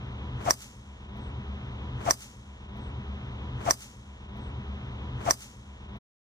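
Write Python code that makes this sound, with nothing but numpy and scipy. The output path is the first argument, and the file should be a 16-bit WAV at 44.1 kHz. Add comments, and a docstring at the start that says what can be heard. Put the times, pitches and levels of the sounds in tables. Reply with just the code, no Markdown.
"""Distant machinery rumbles, then a golf drive cracks off an open tee between pine woods, over and over.
The bass and roar are coloured noise with wavering tones; the swish is a sliding vortex tone in torn air.
The crack is a sum of ringing club head modes, and tee, turf and tree lines return it as decaying noise.
Two spaced microphone ports hear it all; gain control ducks the sound after the blow.
The stretch around the single drive repeats as a short loop until it stops."""
import sys
import numpy as np
from scipy import signal
from scipy.fft import rfft, irfft, next_fast_len
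from scipy.io import wavfile

SR = 44100
rng = np.random.default_rng(int(sys.argv[2]) if len(sys.argv) > 2 else 0)


def master_out(mix):
    """Clip the mix to full scale and print it as 16-bit PCM to the path in sys.argv[1]."""
    frames = np.transpose(np.atleast_2d(mix))
    ceiling = np.clip(frames, -1, 1)
    pcm = np.round(ceiling * 32767).astype(np.int16)
    wavfile.write(sys.argv[1], SR, pcm)


N = 279064
TIME = np.arange(N) / SR   # [s]
STRIKE_S = 3.70810   # the blow, on the clock of the single drive


def crack():
    """The brief squash of the ball rings the hollow head; each path to the ports repeats the ring."""
    # ringing modes of the club head: (frequency [Hz], left level [dB], right level [dB], 60 dB decay [s])
    head_modes = [(330, -22, -24, .012), (575, -20, -21, .010), (990, -6, -14, 0.009),
                  (1870, -7, -10, 0.009), (2400, -15, -16, .008), (3600, -25, -24, .010),
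                  (4150, -23, -21, 0.008), (4860, -18, -12, 0.013), (5350, -14, -8, 0.005),
                  (5760, -6, -3, 0.015), (6270, -20, -18, 0.012), (6830, -17, -17, .014),
                  (7700, -16, -18, 0.011), (8590, -16, -19, 0.009), (10500, -13, -13, 0.002),
                  (13050, -4, -5, 0.0035), (14500, -9, -10, 0.003)]
    # direct, off the turf, then off the player and bag: (left delay [s], right delay [s], level [dB])
    paths = [(.0003, .0001, 0), (.00100, .00112, -9.5), (.0021, .0021, -16), (.0037, .0031, -15),
             (.0072, .0072, -22)]
    contact_s = .0007
    # the low modes come from the left: the right port hears them late
    thud_below_hz, thud_lag_s = 3000, .00016
    t = np.arange(int(.08 * SR)) / SR
    out = np.zeros((2, N))
    for side in range(2):
        for path in paths:
            for mode in head_modes:
                hz, level_db, decay_s = mode[0], mode[1 + side] + path[2], mode[3]
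                delay_s = path[0] + side * thud_lag_s if hz < thud_below_hz else path[side]
                since = np.maximum(t - delay_s, 0)
                swell = 1 - np.exp(-(since / contact_s) ** 2)   # force builds while the ball flattens
                # the cosines of all modes crest together as the ball lets go
                ring = np.cos(2 * np.pi * hz * (since - contact_s)) * amp(-60 * since / decay_s)
                out[side, :len(t)] += amp(level_db) * swell * ring
    return np.roll(out, round(STRIKE_S * SR), axis=1)


def swish():
    """The shaft sheds vortices: a rough sliding tone in a rush and hiss of torn air."""
    # downswing: (time [s], low rush level [dB], hiss level [dB])
    swing_levels = [(3.56, -67, -81), (3.6, -50.5, -66.5), (3.615, -42.5, -59.5), (3.64, -54, -58),
                    (3.658, -38.5, -45.5), (3.664, -34.5, -46), (3.69, -30.5, -43.5), (3.706, -32.5, -31),
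                    (3.716, -42, -54), (3.74, -51, -65.5), (3.76, -69, -75.5), (3.8, -87, -92)]
    # colour of the low rush: (frequency [Hz], relative level per Hz [dB])
    rush_colour = [(90, -26.5), (170, -3.5), (300, 0.5), (450, -1), (600, 7), (800, 0), (1100, 6),
                   (1500, -2.5), (2000, -8.5), (2700, -11.5), (3500, -17), (4500, -26.5)]
    # colour of the hiss: (frequency [Hz], relative level per Hz [dB])
    hiss_colour = [(1500, -10), (3000, -8.5), (4500, -1.5), (6000, 4), (8000, -2.5), (11000, -11.5),
                   (15100, -11), (15600, -34.5)]
    # the tone holds until shortly before the blow and slides down meanwhile
    hold_from_s, hold_until_s, hold_db = 3.666, 3.690, -29
    rise_db_per_s, fall_db_per_s = 2500, 900
    start_hz, sag_hz_per_s = 864.6, 8900
    rush_db, hiss_db = in_time(swing_levels)

    tone_db = hold_db + peaked(TIME, hold_from_s, hold_until_s, rise_db_per_s, fall_db_per_s)
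    tone_hz = start_hz - sag_hz_per_s * (np.clip(TIME, hold_from_s, hold_until_s) - hold_from_s)
    turn = 2 * np.pi * np.cumsum(tone_hz) / SR
    # slow noise roughens both the strength and the phase
    slow = signal.butter(2, 90.0, fs=SR, output="sos")
    wobble = signal.sosfilt(slow, rng.standard_normal((2, N)))
    in_phase = (2.1 + rms_one(wobble[0])) * np.cos(turn)
    tone = rms_one(in_phase + rms_one(wobble[1]) * np.sin(turn))

    rush, hiss = noise(rush_colour, channels=3), noise(hiss_colour)
    aimed_tone = ports(amp(tone_db) * tone, lag=16, pan_db=7)
    aimed_rush = ports(amp(rush_db) * rush[0], lag=22, pan_db=4.5)
    rush_around = amp(rush_db - 3) * rush[1:]   # the rush also comes from all around
    wide_hiss = amp(hiss_db) * hiss * amp([[-.7], [.7]])   # a little stronger on the right
    return aimed_tone + aimed_rush + rush_around + wide_hiss


def scattered_returns():
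    """Tee, turf and countless trunks scatter the crack back as a dense wash that dulls with distance."""
    # tee and turf: (time after the blow [s], level [dB], rise [dB/s], fall [dB/s])
    near_scatterers = [(0.004, -27, 3000, 1200), (.013, -39, 1500, 1200), (.023, -40, 1500, 500),
                       (.034, -42, 400, 3000)]
    # tree lines, then far woods: (time after the blow [s], level [dB], rise [dB/s], fall [dB/s])
    far_scatterers = [(0.117, -43, 195, 156), (.2, -58, 60, 27)]
    # close returns keep the head's ring: (frequency [Hz], relative level per Hz [dB])
    near_colour = [(400, -10.5), (1000, -10), (1500, -16), (2700, -16), (3150, -24), (4000, -14),
                   (5000, -2.5), (5500, -8), (6000, -4), (7200, -8), (8400, -4), (10100, -11.5),
                   (11600, -15), (15000, -12), (15700, -40.5)]
    # colour of the woods' returns: (frequency [Hz], relative level per Hz [dB])
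    far_colour = [(500, -23), (1500, -10.5), (3000, -6.5), (4500, -10.5), (6000, -3), (7100, -3),
                  (7800, -6.5), (9000, -8.5), (12000, -11), (15000, -13.5), (16000, -37)]
    # longer paths lose their treble: (above this frequency [Hz], further loss [dB/s])
    air_loss = [(7300, 29.5), (10000, 34)]
    since, wash = TIME - STRIKE_S, 0
    for table, spectrum in ((near_scatterers, near_colour), (far_scatterers, far_colour)):
        power = 0
        for s, db, rise_db, fall_db in table:
            power = power + amp(db + peaked(since, s, s, rise_db, fall_db)) ** 2
        wash = wash + np.sqrt(power) * far_off(spectrum)
    for split_hz, loss_db in air_loss:
        treble_gain = amp(-loss_db * np.maximum(since, 0))
        wash = wash + (treble_gain - 1) * above(split_hz, wash)
    clumps = rms_one(resonance(rng.standard_normal((2, N)), 46, 90))   # trunks stand unevenly
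    return (since > 0) * amp(2.0 * clumps) * wash


def rustles():
    """Short faint puffs of band noise, heard at address."""
    # bright puffs: (start [s], length [s], low edge [Hz], high edge [Hz], level [dB])
    puffs = [(2.747, 0.064, 10200, 15600, -81), (2.769, 0.0094, 3000, 15000, -70),
             (2.782, 0.13, 7650, 8600, -75)]
    out = np.zeros((2, N))
    for s, length, low_hz, high_hz, db in puffs:
        shape = np.sin(np.pi * np.clip((TIME - s) / length, 0, 1)) ** 0.86
        band = signal.butter(2, [low_hz, high_hz], "band", fs=SR, output="sos")
        puff = rms_one(signal.sosfilt(band, rng.standard_normal((2, N))))
        out += amp(db) * shape * puff
    return out


def rumble():
    """Distant machinery: throbbing bass noise with wavering drones, and a far broadband roar."""
    # level course, with the further ducking after the blow:
    # (time [s], bass gain [dB], far roar gain [dB])
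    rumble_levels = [(2.69, -4.5, -2), (2.72, -6, -2), (2.76, -6, 1), (2.9, -3, 1), (3.0, -3, 0.5),
                     (3.27, -2.5, 1.5), (3.55, -1.5, 2.1), (3.65, -2.5, 4), (3.70, -1, 0),
                     (3.716, -11, 0.5), (3.745, -9, -6.5), (3.79, -12, -8.5), (3.84, -11, -6),
                     (4.0, -12, -7), (4.29, -8.5, -1.5)]
    # the bass swells briefly: (time [s], rise [dB])
    swells = [(2.807, 6), (2.876, 5), (3.007, 0.5), (3.434, 4.5), (3.56, 1.5)]
    # bass colour: (frequency [Hz], relative level per Hz [dB]); bass level before its level course [dB]
    bass_colour, bass_db = [(12, -51), (20, -28.5), (60, 2), (114, -4.5), (132, -6), (166, -17),
                            (203, -5.5), (325, -20), (392, -22.5), (500, -22.5), (650, -42.5), (1100, -120)], -38
    # bass drones: (frequency [Hz], width [Hz], level before the level course [dB])
    drones = [(72, 100, -49), (71, 5.2, -42), (121, 17, -42), (199.9, 4.8, -49.5), (396.6, 3.8, -60)]
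    # colour of the far roar: (frequency [Hz], relative level per Hz [dB])
    roar_colour = [(150, -41), (300, -2.5), (550, -4.5), (1000, -2), (1300, -6.5), (1600, -10), (2400, -10),
                   (3200, -8.5), (3900, -16), (4600, -27), (6200, -26.5), (7000, -34.5), (7500, -41.5),
                   (8600, -43.5), (9600, -67), (12000, -66.5), (15300, -71)]
    # faint narrow tones in the roar: (frequency [Hz], width [Hz], level against the roar noise [dB])
    whines = [(980, 6, -12), (1250, 6, -18)]
    swell_s, roar_db = 0.016, -49.5   # the roar level is before its level course
    bass_course_db, roar_course_db = in_time(rumble_levels)
    for s, rise_db in swells:
        bass_course_db = bass_course_db + rise_db * np.exp(-((TIME - s) / swell_s) ** 2)
    bass = amp(bass_db) * noise(bass_colour, channels=1)[0] + wavering(drones)
    roar = far_off(roar_colour, wavering(whines))
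    return amp(bass_course_db) * ports(bass, lag=4, pan_db=0.89) + amp(roar_db + roar_course_db) * roar


def far_off(spectrum, tones=0):
    """Distant noise: part arrives from one side, part from all around."""
    # spread of distant sound: (frequency [Hz], level from all around against the one-sided part [dB])
    spread = [(150, -22.5), (300, -14.5), (600, 10), (1200, 1), (1800, -5), (2200, -20.5), (3000, -18.5),
              (3300, -9), (3800, -1.5), (4800, 3.5), (15300, 6.5)]
    size = next_fast_len(N)
    wash = noise(spectrum, channels=3)
    ratio = colour(spread) ** 2   # power from all around over one-sided power
    aimed = irfft(rfft(wash[0], size) / np.sqrt(1 + ratio), size)[:N]
    around = irfft(rfft(wash[1:], size) * np.sqrt(ratio / (1 + ratio)), size)[:, :N]
    return ports(aimed + tones, lag=8, pan_db=0.57) + around


def ports(mono, lag, pan_db):
    """One source at both ports: the right hears it lag samples late, the left pan_db stronger."""
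    late = np.interp(np.arange(N) - lag, np.arange(N), mono)
    return np.array([mono * amp(pan_db / 2), late * amp(-pan_db / 2)])


def wavering(tones):
    """Noise twice through each narrow peak makes a tone that wavers in strength."""
    out = 0
    for hz, width_hz, db in tones:
        once = resonance(rng.standard_normal(N), hz, width_hz)
        out = out + amp(db) * rms_one(resonance(once, hz, width_hz))
    return out


def resonance(x, hz, width_hz):
    """Two-pole peak: a damped oscillator driven by x."""
    r = np.exp(-np.pi * width_hz / SR)
    return signal.lfilter([1, 0, -1], [1, -2 * r * np.cos(2 * np.pi * hz / SR), r * r], x)


def noise(spectrum, channels=2):
    """Unrelated noises with the given colour, at rms 1 over all channels."""
    size = next_fast_len(N)
    white = rng.standard_normal((channels, size))
    return rms_one(irfft(rfft(white) * colour(spectrum), size)[:, :N])


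def colour(spectrum):
    """Gain per frequency bin, in dB along log frequency, -120 dB beyond the ends."""
    size = next_fast_len(N)
    hz, db = np.transpose(spectrum)
    bins = np.log(np.maximum(np.arange(size // 2 + 1) * SR / size, 1))
    return amp(np.interp(bins, np.log(hz), db, left=-120, right=-120))


def above(hz, x):
    """The part of x above hz, without phase shift."""
    return signal.sosfiltfilt(signal.butter(2, hz, "high", fs=SR, output="sos"), x)


def peaked(t, first, last, rise_db, fall_db):
    """Envelope in dB: climbs to 0 at first, holds to last, then falls (slopes in dB/s)."""
    return -rise_db * np.maximum(first - t, 0) - fall_db * np.maximum(t - last, 0)


def in_time(rows):
    """Columns of a curve table, sample by sample."""
    s, *columns = np.transpose(rows)
    return [np.interp(TIME, s, c) for c in columns]


def amp(db):
    """Gain from dB."""
    return 10 ** (np.asarray(db) / 20)


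def rms_one(x):
    """Scale to unit rms."""
    return x / np.sqrt(np.mean(x ** 2) + 1e-20)


def scene():
    """All sources of the single drive at the two ports."""
    return crack() + swish() + scattered_returns() + rustles() + rumble()


def gain_control(x):
    """Gain falls with the excess over the threshold and creeps back, less so in the upper band."""
    threshold_db, duck_share = -3, 0.26   # dB of ducking per dB of excess
    attack_s, release_db_per_s = .008, 3   # the release is that of the held level
    treble_from_hz, treble_duck_share = 1800, .45   # the upper band takes this part of the dB
    level_db = 20 * np.log10(np.abs(x).max(axis=0) + 1e-9)
    release_db = release_db_per_s * TIME
    held_db = np.maximum.accumulate(level_db + release_db) - release_db
    r = np.exp(-1 / (attack_s * SR))
    excess_db = np.maximum(held_db - threshold_db, 0)
    duck_db = signal.lfilter([1 - r], [1, -r], duck_share * excess_db)
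    treble = above(treble_from_hz, x)
    return (x - treble) * amp(-duck_db) + treble * amp(-treble_duck_share * duck_db)


def looped(x):
    """The stretch around the drive is laid end to end with short cross-fades, then stops."""
    # the plays in turn: shift of each against the single drive [samples]
    repeat_shifts = [-141160, -70560, 0, 70560, 141120]
    loop_start_s, loop_end_s, stop_s, stop_fade_s = 2.69, 4.29, 5.976, 0.025
    splice = 1100   # cross-fade where two plays meet [samples]
    first, last = round(loop_start_s * SR), round(loop_end_s * SR)
    out = np.zeros_like(x)
    for shift in repeat_shifts:
        at = np.arange(max(first + shift - splice, 0), min(last + shift + splice, N))
        fade_in = np.clip((at - shift - first) / splice + 1, 0, 1)
        out[:, at] = (1 - fade_in) * out[:, at] + fade_in * x[:, at - shift]
    return out * np.clip((stop_s - TIME) / stop_fade_s + .5, 0, 1)


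def record(dry):
    """Gain control, the loop, limiting at full scale, and a steep top cut at 16.7 kHz."""
    top_cut = signal.cheby2(20, 70, 16700, fs=SR, output="sos")
    limited = np.clip(looped(gain_control(dry)), -1, 1)
    return signal.sosfilt(top_cut, limited)


dry = scene()
out = record(dry)
master_out(out)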